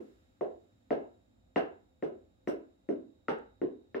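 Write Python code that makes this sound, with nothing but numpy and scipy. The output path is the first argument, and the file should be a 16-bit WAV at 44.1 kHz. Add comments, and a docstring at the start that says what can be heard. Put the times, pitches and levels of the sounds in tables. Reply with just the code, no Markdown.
"""Ball bouncing in a living room

A small ball bounces again and again on a wooden floor, a few metres from a stereo microphone.
Each landing briefly rings the boards, a little differently at each spot, and the ball adds its own
tock; the room carries the thud on for a third of a second. Behind it: low rumble, hiss, appliance
hum, a thin electrical whine and, near the end, one tiny click close by."""
import sys
import numpy as np
from scipy import signal
from scipy.io import wavfile
from scipy.ndimage import uniform_filter1d

SR = 44100
rng = np.random.default_rng(int(sys.argv[2]) if len(sys.argv) > 2 else 0)


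def file_out(sig):
    """Save sig as 16-bit WAV at sys.argv[1]."""
    # one column per channel
    cols = np.atleast_2d(sig).T
    # limit, then scale
    lim = np.clip(cols, -1, 1)
    pcm = np.round(lim * 32767).astype(np.int16)
    wavfile.write(sys.argv[1], SR, pcm)


N = 176400

# how alike the room's diffuse sound is on the two sides of the microphone: frequency_hz, correlation
STEREO_LIKENESS = [(60, 0.76), (200, 1), (340, .1), (520, -0.077), (1200, -0.47), (2000, -0.51),
                   (3200, -0.11), (10000, -0.24)]


def from_db(db):
    """Decibels to gain."""
    return 10 ** (np.asarray(db) / 20)


def rms_one(x):
    """Scale to rms 1."""
    return x / np.sqrt(np.mean(x ** 2) + 1e-20)


def at_hz(points, hz):
    """Read a table on a log-frequency axis."""
    frequencies, values = np.transpose(points)
    return np.interp(np.log(hz), np.log(frequencies), values)


def pan(db):
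    """Left and right gains for a level difference; positive leans left."""
    return from_db(np.array([[db], [-db]]) / 2)


def add(out, x, start_s):
    """Mix x into out from start_s, dropping what falls outside the scene."""
    start = int(start_s * SR)
    a, b = max(start, 0), min(start + x.shape[-1], N)
    if b > a:
        out[:, a:b] += x[..., a - start:b - start]


def resonance(x, hz, width_hz):
    """A steep-sided resonance with gain 1 on top."""
    low = np.sqrt(hz ** 2 + width_hz ** 2 / 4) - width_hz / 2
    edges = np.clip([low, low + width_hz], 5, .48 * SR)
    return signal.sosfilt(signal.butter(2, edges, "band", fs=SR, output="sos"), x + 1e-18)


def diffuse_bands(size):
    """Third-octave bands of noise, alike on both sides in the bass and partly opposed higher up."""
    edges = 22 * 2 ** (np.arange(30) / 3)
    centres = np.sqrt(edges[1:] * edges[:-1])
    for hz, width in zip(centres, np.diff(edges)):
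        mid, side = resonance(rng.standard_normal((2, size + SR // 4)), hz, width)[:, -size:]
        alike = at_hz(STEREO_LIKENESS, hz)
        mid, side = np.sqrt((1 + alike) / 2) * mid, np.sqrt((1 - alike) / 2) * side
        yield hz, width, np.array([mid + side, mid - side])


def landing(thump_hz, knock_hz, clack_hz, knock_db, clack_db, *group_db):
    """One blow rings boards and ball; the microphone hears them directly and through the room."""
    # resonances heard at every landing: the floor's boom, overtones and tick, and the ball's own tock
    # (1967 Hz, grouped with the overtones): pitch_hz, width_hz, level_db, direct_db
    landing_modes = { "boom": [(113, 110, -27, 4), (187.5, 54, -11, -13.5), (253, 87, -5.5, 7)],
                     "overtones": [(1041, 200, -23, 4), (1270, 180, -22, 2.5), (1630, 290, -22.5, -9),
                     (1967, 299, -27, 8.5), (2805, 450, -35.5, 2.5), (3623, 690, -43, -2.5),
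                     (5037, 1200, -51.5, -3.5)], "tick": [(5564, 910, -52.5, -12.5),
                     (8090, 510, -55.5, -9.5), (12000, 5000, -66, -12.5)]}
    # the board under the ball: spot_db, pitch_hz, width_hz, level_db, direct_db
    modes = [(0, thump_hz, 171.7, 0.8, 0),
             (knock_db, knock_hz, 133, -0.5, 0),
             (clack_db, clack_hz, 181, -24.5, 11.8)]
    for group, spot_db in zip(landing_modes.values(), group_db):
        modes += [(spot_db, *mode) for mode in group]
    blow = signal.unit_impulse(4096)
    t = np.arange(len(blow)) / SR
    impact, direct = 0, 0
    for spot_db, hz, width, db, direct_db in modes:
        contact_hz = min(2.32 * hz, .45 * SR)   # the soft contact rounds off each resonance above this
        soft_blow = signal.sosfilt(signal.butter(2, contact_hz, fs=SR, output="sos"), blow)
        ring = from_db(db + spot_db) * resonance(soft_blow, hz, width)
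        travel_s = 0.00053 * np.sqrt(1000 / hz)   # lower bending waves cross the boards more slowly
        ring = np.interp(t - travel_s, t, ring, left=0)
        impact = impact + ring
        right_lag_s = 0.00027 if hz < 900 else 0   # the bass reaches the right side later
        right = np.interp(t - right_lag_s, t, ring)
        direct = direct + from_db(direct_db - 8.5) * np.array([ring, right])
    room = reverberation() + standing_waves() + wall_echoes()
    out = signal.fftconvolve(room, impact[None], axes=1)
    out[:, :len(t)] += direct
    return out


def reverberation():
    """Dense reflections from one spot on the floor build up and die away, with even energy per hertz."""
    # decay of the living room: frequency_hz, t60_s
    decay_times = [(100, 0.15), (250, 0.44), (450, 0.34), (900, 0.39), (1800, .35), (3500, 0.33),
                   (7000, 0.17), (14000, 0.31)]
    delay_s, build_s, early_t60_s = 0.0014, .004, .13
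    t = np.arange(SR // 2) / SR
    build = 1 - np.exp(-np.maximum(t - delay_s, 0) / build_s)
    early = 0.17 * from_db(-60 * t / early_t60_s)   # off nearby walls and furniture
    out = 0
    for hz, width, noise in diffuse_bands(len(t)):
        tail = from_db(-60 * t / at_hz(decay_times, hz))
        band = noise * build * (tail + early)
        energy = np.sum(band ** 2, axis=1, keepdims=True)
        out = out + band * np.sqrt(2 * width / SR / energy)
    return out


def standing_waves():
    """Every landing stirs a few room modes that stand out of the tail."""
    # standing waves of the room: pitch_hz, level_db
    room_modes = [(401, 7), (749, 4.5), (928, 4.5), (1023, 3), (1299, 0), (1569, 3), (1897, 10.5),
                  (2164, 6), (2702, 2), (2902, 9), (2993, 2.5)]
    t60_s, lag_rad = 0.24, np.array([[0], [1.84]])   # the right side lags
    t = np.arange(SR // 2) / SR
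    rate = np.log(1000) / t60_s
    waves = sum(from_db(db) * np.sin(2 * np.pi * hz * t - lag_rad) for hz, db in room_modes)
    return 2 * rate / SR * np.exp(-rate * t) * waves


def wall_echoes():
    """Single reflections, whose paths change a little with each spot and reach the two sides apart."""
    # distinct echoes from the walls: delay_s, level_db, left_over_right_db
    echoes = [(.007, -15, -2), (0.022, -13, 2), (.035, -15.5, -2), (.049, -20, -3)]
    out = np.zeros((2, SR // 2))
    for delay_s, db, side_db in echoes:
        arrival = (delay_s * rng.uniform(.95, 1.05, 2) * SR).astype(int)
        out[[0, 1], arrival] += from_db(db) * pan(side_db)[:, 0]
    return out


def ball():
    """The ball strikes a new spot each time, a few metres off; the scene opens in a landing's tail."""
    # landings and how each one rings: start_s, strength_db, left_over_right_db,
    # thump_hz, knock_hz, clack_hz, knock_db, clack_db, boom_db, overtones_db, tick_db
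    landings = [ (-0.105, 1.5, 0, 348, 567, 1500, -8, -7, -5.5, -5, -15),
                (0.409, -2, -1.5, 405, 645, 1120, -1, -1, -5, -6.5, -5.5),
                (0.9055, 1, -0.5, 443, 634, 1860, 0.5, -12, 1, 1.5, -2),
                (1.559, 1.5, -0.5, 427, 714, 2790, -1.5, -4.5, 3, 8.5, 6),
                (2.0244, -1, -.5, 388, 660, 1842, -8, -7.5, -0.5, -3.5, -1.5),
                (2.4732, 1, -0.5, 355, 646, 1837, -7, -7, -12, 0.5, 11),
                (2.888, 0, -1, 323, 605, 1843, -7.5, -12.5, -12, -8.5, -2.5),
                (3.2828, -1.5, -0.5, 440, 846, 1340, -5, 13, 0.5, 9.5, 7),
                (3.615, 1.5, -1.5, 349, 540, 1407, -22, -9, -11.5, -9.5, -12),
                (3.9448, -4, -0.5, 438, 582, 1797, -18, 6, -1.5, 4.5, -7)]
    gain_db = 22
    out = np.zeros((2, N))
    for start_s, db, side_db, *spot in landings:
        add(out, from_db(gain_db + db) * pan(side_db) * landing(*spot), start_s)
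    return out


def room_tone():
    """Low rumble all round the microphone, and a hiss that settles in the first second and a half."""
    # spectrum of the quiet room: frequency_hz, relative_density_db
    spectrum = [(25, -13), (42, -19), (60, -12.5), (90, 8.5), (130, -15), (250, -0.5), (400, -17.5),
                (700, -11), (1100, -31), (2500, -38.5), (5000, -43.5), (9000, -51), (15000, -51.5)]
    # lift of the hiss above 1 kHz: time_s, gain_db
    hiss_lift = [(0, 18), (.35, 11.5), (0.801, 11), (1.401, 9), (4, 9)]
    hiss = from_db(np.interp(np.arange(N) / SR, *np.transpose(hiss_lift)))
    out = 0
    for hz, _, noise in diffuse_bands(N):
        band = from_db(at_hz(spectrum, hz) - 48.5) * noise
        out = out + band * (hiss if hz > 1000 else 1)
    return out


def appliance_hum():
    """Household appliances hum in three narrow bands of noise, with a band of whine high above."""
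    # bands of hum and whine: pitch_hz, width_hz, level_db
    bands = [(55.7, 6.4, -76), (88.5, 16, -82), (518.4, 6.9, -81), (7400, 370, -99)]
    out = 0
    for hz, width, db in bands:
        left, unrelated = resonance(rng.standard_normal((2, N + SR)), hz, width)[:, SR:]
        alike = at_hz(STEREO_LIKENESS, hz)
        right = alike * left + np.sqrt(1 - alike ** 2) * unrelated
        out = out + from_db(db) * rms_one(np.array([left, right]))
    return out


def electrical_whine():
    """Thin electrical tones that wander slightly in pitch and slowly fade."""
    # tones of the whine: pitch_hz, midway_level_db
    tones = [(3661, -101), (5103, -110), (7025, -105), (7143, -98.5), (7323, -99)]
    wander_hz, fade_db_per_s, lag_rad = 5, 1.9, np.array([[0], [.8]])   # the right side lags
    t = np.arange(N) / SR
    out = 0
    for hz, db in tones:
        wander = wander_hz * rms_one(uniform_filter1d(rng.standard_normal(N), size=2000))
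        phase = 2 * np.pi * np.cumsum(hz + wander) / SR - lag_rad
        out = out + from_db(db) * np.sqrt(2) * np.sin(phase)
    return out * from_db(-fade_db_per_s * (t - t.mean()))


def whistle():
    """A faint, narrow whistling hiss that swells near the end."""
    # swell of the whistle: time_s, level_db
    swell = [(0, -87), (2.601, -89.5), (3.201, -84.5), (4, -84.5)]
    level = from_db(np.interp(np.arange(N) / SR, *np.transpose(swell)))
    return level * rms_one(resonance(rng.standard_normal((2, N)), hz=3800, width_hz=170))


def stray_click():
    """A tiny dry click close to the microphone."""
    # the click and its brief ring: start_s, level_db, pitch_hz, width_hz
    clicks = [(3.387, -48, 7000, 3000)]
    out = np.zeros((2, N))
    for start_s, db, hz, width in clicks:
        add(out, from_db(db) * resonance(signal.unit_impulse(512), hz, width), start_s)
    return out


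def scene():
    """The ball in the quiet living room, whose background leans a touch to the right."""
    bounces = ball()
    background = room_tone() + appliance_hum() + electrical_whine() + whistle()
    return bounces + background * pan(db=-1.9) + stray_click()


def record(dry):
    """The sound fades in quickly at the very start, and the microphone loses its highest treble to a steep low-
    pass."""
    fade_in_s, cutoff_hz = .006, 15750
    fade_in = np.minimum(np.arange(N) / SR / fade_in_s, 1)
    low_pass = signal.ellip(10, .1, 80, cutoff_hz, fs=SR, output="sos")
    return signal.sosfilt(low_pass, dry * fade_in)


dry = scene()
out = record(dry)
file_out(out)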